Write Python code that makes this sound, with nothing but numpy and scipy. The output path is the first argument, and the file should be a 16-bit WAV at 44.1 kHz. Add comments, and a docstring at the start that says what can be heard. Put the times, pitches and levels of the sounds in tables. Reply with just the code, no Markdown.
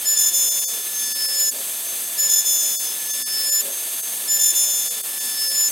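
"""A high whine over a steady hiss: a computer-guided router carves wood, going three laps round the piece.
The whine comes from the spindle, the fast shaft that spins the cutting bit, and from its bearing.
It swells and throbs where the bit bites. The hiss is cooling air, mixed with the crackle of wood chips.
Underneath, the motors that steer the bit sing faintly up and down."""
import sys
import numpy as np
from scipy import signal
from scipy.fft import rfft, irfft
from scipy.io import wavfile
from scipy.ndimage import uniform_filter1d

SR = 44100
rng = np.random.default_rng(int(sys.argv[2]) if len(sys.argv) > 2 else 0)


def master(y):
    """Save y as 16-bit WAV."""
    cut = np.clip(np.atleast_2d(y).T, -1, 1)
    pcm = np.round(cut * 32767)  # scale
    wavfile.write(sys.argv[1], SR, pcm.astype(np.int16))


N = 251811
TIME = np.arange(N) / SR

# Laps of one path. lap_s below is the time into a lap, multiplied by that lap's pace.
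# Columns: start_s, pace_ratio, throb_hz, squeak_change_db
LAPS = [(0.0, 1.0, 41, 0), (2.126, 1.011, 41.5, 4), (4.229, 1.03, 42, -7)]

# Tone colour of each noise. Columns: frequency_hz, relative_db
COOLING_SPECTRUM = [(40, -52), (100, -35.5), (190, -12.5), (500, -9), (1000, -11), (1900, -11.5),
                    (2900, -6), (3800, -5.5), (5200, -9), (6400, -13), (8500, -1), (11000, 0.5), (12800, 0),
                    (13700, -3), (16000, -7.5)]  # the spindle's cooling air
WHISK_SPECTRUM = [(100, -90), (3000, -51), (6000, -6.5), (8500, -0.5), (11500, -5), (12700, 2.5),
                  (13600, -20), (16000, -36)]  # air stirred by the bit's cutting edges
CHIP_SPECTRUM = [(60, -65), (500, -35), (3000, -33), (4800, -1), (6000, 24), (7200, 34), (8500, -45),
                 (11500, -22), (16000, -18)]  # chips torn from the wood
# Brief dips in the hiss. Columns: centre_s, depth_db, half_width_s
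HISS_DIPS = [(.501, 16, .01), (.608, 11, .011), (.664, 32, .017), (1.14, 15, .011), (1.272, 13, .011),
             (1.505, 15, .01), (2.777, 32, .016), (3.126, 13, .009), (3.245, 24, .016), (3.51, 12, .011),
             (4.02, 12, .01), (4.897, 16, .01), (5.025, 16, .011), (5.194, 12, .009), (5.491, 10, .013)]

# Moves of the feed motor. Columns: start_lap_s, end_lap_s, first_hz, middle_hz, last_hz, level_db
FEED_MOVES = [(.07, 0.196, 565, 545, 509.3, -51), (0.321, 0.623, 533.5, 585.3, 531, -55),
              (.63, 0.837, 537, 470, 381, -53.5), (1.0, 1.17, 265.7, 250, 281, -56.5),
              (1.251, 1.461, 518, 539, 555, -50.5), (1.517, 1.63, 553, 550, 537, -53.5)]
# Runs of the lift motor. Columns: start_lap_s, end_lap_s, attack_s, release_s, level_db
LIFT_RUNS = [(-.02, .14, .02, .05, -58.5), (.15, .85, 0.027, .15, -56), (1.5, 2.15, 0.037, .02, -56.5)]
# Notes of the shaking frame that carries the spindle. 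Columns: pitch_hz, relative_db
FRAME_NOTES = [(270, -60), (405, -59), (545, -54), (640, -61)]
# When the frame shakes. One pair: centre_lap_s, half_length_s
FRAME_SHAKE = (1.57, .06)

# Turns of the spindle per second, sagging over each long cut. Columns: time_s, speed_hz
SPINDLE_SPEED = [(0, 1747), (.35, 1751.5), (.8, 1744), (.95, 1749), (1.1, 1750), (1.35, 1744.5),
                 (2.15, 1744), (2.47, 1746.5), (2.88, 1735), (3.1, 1748.5), (3.25, 1752), (3.6, 1750),
                 (4.25, 1754), (4.4, 1758.5), (4.8, 1753.5), (5, 1750), (5.15, 1755), (5.71, 1747)]
# Harmonics (1, 2, 3... times the spindle's speed) when it spins freely. One each: level_db
IDLE_HARMONICS = [-53, -48, -54.5, -78]
# The bearing's main tone before the tip pushes on it, and its neighbours one spindle speed away.
# Columns: lap_s, main_db, below_db, above_db
BEARING_LEVELS = [(0, -39, -50, -43), (.1, -42, -45, -44), (.4, -38, -53, -42), (.7, -37, -44, -40),
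                  (.92, -37.5, -53, -43), (1.05, -33.5, -42, -36), (1.38, -40, -43, -46),
                  (1.6, -36.5, -50, -40), (2.12, -37.5, -50, -39)]
# Extra bearing tones under load. Columns: offset_in_spindle_speeds, relative_db
BEARING_SIDE_TONES = [(2, -15), (3, -15), (4, -8), (5, -9), (-7, -16), (-10, -18), (-11, -18), (-12, -16)]

# Four ways the bit meets the wood. Columns: start_lap_s, end_lap_s, attack_s, release_s, relative_db
SIDE_RUBS = [(.045, .33, 0.012, 0.056, -3.5), (.85, 1.22, 0.29, 0.033, -4.5), (1.17, 1.51, 0.058, 0.016, 0)]  # its side rubs along the wall of the cut
TIP_CUTS = [(.158, .325, .02, .04, 0), (.315, .85, .03, .45, 0), (.98, 1.18, .008, .08, -13)]  # its tip plunges, climbs over the carving, then dips in at the turn
SCREECHES = [(.048, .17, .03, .03, 0), (.16, .32, .02, .04, -1), (1.315, 1.51, .1, .012, 0)]  # it enters or leaves the wood
SQUEAKS = [(.5, .86, 0.13, 0.047, -9.5), (1.22, 1.38, 0.059, .06, -7)]  # it skims a ridge
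# The whine at full load, one row per harmonic; growth says how fast it rises with the load.
# Columns: side_db, tip_db, screech_db, squeak_db, growth_db_per_db
CUTTING_HARMONICS = [(-42, -98.5, -102, -70, 0.45), (-56, -34.5, -61, -48, 0.65),
                     (-23.5, -28, -72, -31.5, 1.28), (-38, -20, -17, -42, 1.35), (-36, -31, -48, -50, 1.45),
                     (-33.5, -28.5, -43, -48, 0.7), (-40, -30.5, -28, -60, 1.1), (-50, -35, -46, -38, 1),
                     (-52, -53, -45, -29.5, 2.7)]


def from_db(db):
    """Turn decibels into a number to multiply by."""
    return 10 ** (np.asarray(db) / 20)


def unit_power(x):
    """Scale a signal to an average power of 1."""
    return x / np.sqrt(np.mean(x ** 2) + 1e-20)


def curves(rows, time=TIME):
    """Join a table's points with straight lines, one curve for each column after the time."""
    times, *columns = np.transpose(rows)
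    return [np.interp(time, times, column) for column in columns]


def drift(rate_hz):
    """A smooth random wobble of size about 1; rate_hz sets how quickly it changes."""
    step = 20  # samples between random values
    pole = np.exp(-2 * np.pi * step * rate_hz / SR)
    noise = rng.standard_normal(N // step + 2002)
    slow = signal.lfilter([1], [1, -2 * pole, pole * pole], noise)[2000:]
    return np.interp(np.arange(N) / step, np.arange(len(slow)), unit_power(slow))


def coloured(noise, spectrum):
    """Give a noise its tone colour, at a power of 1."""
    hz, db = np.transpose(spectrum)
    bins_hz = np.maximum(np.fft.rfftfreq(N, 1 / SR), 1)
    gain = from_db(np.interp(np.log(bins_hz), np.log(hz), db))
    return unit_power(irfft(rfft(noise) * gain, N))


def tone(phase, rough, rate_hz):
    """A tone that trembles in strength and pitch; more rough makes it noisier."""
    strength = 1 + rough / 2 * drift(rate_hz)
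    return np.sqrt(2) * (strength * np.sin(phase) + rough * drift(rate_hz) * np.cos(phase))


def phase_of(hz):
    """Add up a changing frequency into an angle."""
    return 2 * np.pi * np.cumsum(hz) / SR


def bump(time, centre, half_width, flatness):
    """A smooth hump of height 1."""
    return np.exp(-np.abs((time - centre) / half_width) ** flatness)


def ramp(lap_s, start, end, attack, release):
    """Fade in, hold at 1, fade out."""
    return np.clip(np.minimum((lap_s - start) / attack, (end - lap_s) / release), 0, 1)


def strokes(rows, lap_s, fade_db_per_s=0):
    """The strength of one kind of stroke, repeated on every lap; each may fade as it goes."""
    strength = 0
    for start, end, attack, release, db in rows:
        faded_db = db - fade_db_per_s * np.maximum(lap_s - start, 0)
        strength += from_db(faded_db) * ramp(lap_s, start, end, attack, release)
    return strength


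def lap_clock():
    """How far along its lap the bit is, with that lap's throb rate and change in squeak level."""
    starts, paces, throb_hz, squeak_db = np.transpose(LAPS)
    lap = np.maximum(np.searchsorted(starts, TIME) - 1, 0)
    return (TIME - starts[lap]) * paces[lap], throb_hz[lap], squeak_db[lap]


def air(load, cooling_db=-28, whisk_db=-30, buried_load_db=-26):
    """Cooling air rushes out; the cutting edges add a bright hiss until they are buried in the wood."""
    cooling = from_db(cooling_db + drift(29)) * coloured(rng.standard_normal(N), COOLING_SPECTRUM)
    exposed = 1 / (1 + (load / from_db(buried_load_db)) ** 2)
    whisk = from_db(whisk_db) * exposed * coloured(rng.standard_normal(N), WHISK_SPECTRUM)
    return cooling + whisk


def chips(load, gain_db=-15, snaps_per_s=9000):
    """Wood fibres snap in a dense crackle that grows with the load on the bit."""
    sizes = from_db(3.5 * np.minimum(rng.exponential(1, N), 4)) * rng.choice([-1, 1], N)
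    snaps = sizes * (rng.random(N) < snaps_per_s / SR)
    return from_db(gain_db) * load * coloured(snaps, CHIP_SPECTRUM)


def idle_whine(shaft):
    """The spinning shaft has a faint whine of its own."""
    return sum(from_db(db) * tone(shaft * k, rough=.76, rate_hz=90)
               for k, db in enumerate(IDLE_HARMONICS, 1))


def with_dips(hiss, split_hz=6500, treble_spared_db=9):
    """The hiss sinks for an instant now and then; only deep dips take much of the treble."""
    dip_db = sum(depth * bump(TIME, centre, width, flatness=3) for centre, depth, width in HISS_DIPS)
    treble_dip_db = 1.4 * np.maximum(dip_db - treble_spared_db, 0)
    low = signal.sosfiltfilt(signal.butter(4, split_hz, fs=SR, output="sos"), hiss)
    return low * from_db(-dip_db) + (hiss - low) * from_db(-treble_dip_db)


def frame_shudder(lap_s):
    """The frame shakes and rings briefly after the bit lifts clear."""
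    ring = sum(from_db(db) * tone(2 * np.pi * hz * TIME, rough=2.2, rate_hz=35) for hz, db in FRAME_NOTES)
    return bump(lap_s, *FRAME_SHAKE, flatness=4) * ring


def lift_motor(lap_s, pitch_hz=667):
    """The motor that lifts the bit hums on one note."""
    return strokes(LIFT_RUNS, lap_s) * tone(phase_of(np.full(N, pitch_hz)), rough=.45, rate_hz=15)


def feed_motor(lap_s, fade_s=.031):
    """This motor moves the bit along; its pitch follows its speed in one smooth arc per move."""
    hz, gain = np.zeros(N), np.zeros(N)
    for start, end, first_hz, middle_hz, last_hz, db in FEED_MOVES:
        moving = (lap_s > start) & (lap_s < end)
        arc = np.polyfit([0, .5, 1], [first_hz, middle_hz, last_hz], 2)
        hz[moving] = np.polyval(arc, (lap_s[moving] - start) / (end - start))
        gain += from_db(db) * ramp(lap_s, start, end, fade_s, fade_s)
    return gain * tone(phase_of(hz), rough=.4, rate_hz=18)


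def spindle_angle(flutter_hz=1.29):
    """How far the shaft has turned; its speed flutters a little."""
    speed_hz, = curves(SPINDLE_SPEED)
    return phase_of(speed_hz + flutter_hz * drift(18))


def cutting_load(tip, screech, idle_db=-32, tip_db=-22, screech_db=-24):
    """How hard the bit works, from the push on its tip and from its screech."""
    cutting_power = (from_db(tip_db) * tip) ** 2 + (from_db(screech_db) * screech) ** 2
    return np.sqrt(from_db(idle_db) ** 2 + cutting_power)


def tip_pressure(tip, resting_push=.2, onset_db=-3):
    """How firmly the bit is pressed into the wood, from 0 to 1."""
    push = resting_push + (tip / from_db(onset_db)) ** 2
    return push / (1 + push)


def chatter(pressure, calm=.1, ragged=.24):
    """The tones get rougher under pressure."""
    return calm + (ragged - calm) * pressure


def plunge_throb(lap_s, throb_hz, depth_db=5):
    """The bit slips in a quick, even beat as it plunges, so the level throbs."""
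    plunge = bump(lap_s, centre=.228, half_width=.078, flatness=6)
    slip = np.sin(np.pi * throb_hz * (lap_s - .195)) ** 8
    return from_db(-depth_db * plunge * slip)


def grain_grip(pressure, slips_per_s=26, recover_s=.007):
    """At soft streaks in the wood a pressed bit loses its grip and takes a moment to find it again."""
    slips = (rng.random(N) < slips_per_s / SR) * rng.uniform(0, 11, N)
    lost_grip = signal.lfilter([1], [1, -np.exp(-1 / (recover_s * SR))], slips)
    return from_db(-uniform_filter1d(lost_grip, size=90) * pressure)


def bearing_whine(shaft, lap_s, tip, pressure, throb, passes_per_turn=3.622, push_db=-27):
    """The bearing's balls roll past and make a tone; load makes it louder and adds tones beside it."""
    main_db, below_db, above_db = curves(BEARING_LEVELS, lap_s)
    strength = np.hypot(from_db(main_db + 3.5 * drift(9.8)), from_db(push_db) * tip)
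    main = strength * tone(shaft * passes_per_turn, chatter(pressure), rate_hz=60)
    below = from_db(below_db) * tone(shaft * (passes_per_turn - 1), rough=.44, rate_hz=24)
    above = from_db(above_db) * tone(shaft * (passes_per_turn + 1), rough=.57, rate_hz=40)
    side_tones = sum(from_db(db) * tone(shaft * (passes_per_turn + offset), rough=.11, rate_hz=31)
                     for offset, db in BEARING_SIDE_TONES)
    return throb * (main + np.sqrt(pressure) * strength * side_tones) + below + above


def cutting_whine(shaft, contacts, pressure, rasp=.15):
    """The cutting edges hit the wood on every turn; each kind of contact has its own mix of harmonics."""
    whine, rough, grip = 0, chatter(pressure), grain_grip(pressure)
    for k, (*levels_db, growth) in enumerate(CUTTING_HARMONICS, 1):
        power = sum((from_db(db) * contact ** abs(growth)) ** 2
                    for db, contact in zip(levels_db, contacts))
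        wander_db = 1 + 2.5 * drift(20) if k > 4 else .8 * drift(14)
        height = k / 4  # higher harmonics tremble more and lose more at each slip
        harmonic = tone(shaft * k, rough * np.sqrt(height), rate_hz=70)
        whine += np.sqrt(power) * grip ** height * from_db(wander_db) * harmonic
    return (1 + rasp * pressure * drift(200)) * whine


def scene():
    """The router close by, the same in both ears."""
    lap_s, throb_hz, squeak_db = lap_clock()
    side = strokes(SIDE_RUBS, lap_s, fade_db_per_s=11)
    tip = strokes(TIP_CUTS, lap_s)
    screech = strokes(SCREECHES, lap_s, fade_db_per_s=14)
    squeak = from_db(squeak_db) * strokes(SQUEAKS, lap_s)
    shaft = spindle_angle()
    throb = plunge_throb(lap_s, throb_hz)
    pressure, load = tip_pressure(tip), cutting_load(tip, screech)
    cutting = throb * cutting_whine(shaft, (side, tip, screech, squeak), pressure)
    bearing = bearing_whine(shaft, lap_s, tip, pressure, throb)
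    steering = lift_motor(lap_s) + frame_shudder(lap_s) + feed_motor(lap_s)
    hiss = with_dips(air(load) + chips(load * throb) + idle_whine(shaft))
    machine = hiss + steering + bearing + cutting
    return np.array([machine, machine])


def record(dry, cutoff_hz=15780):
    """Cut off the very highest treble steeply."""
    return signal.sosfilt(signal.ellip(12, .1, 90, cutoff_hz, fs=SR, output="sos"), dry)


dry = scene()
out = record(dry)
master(out)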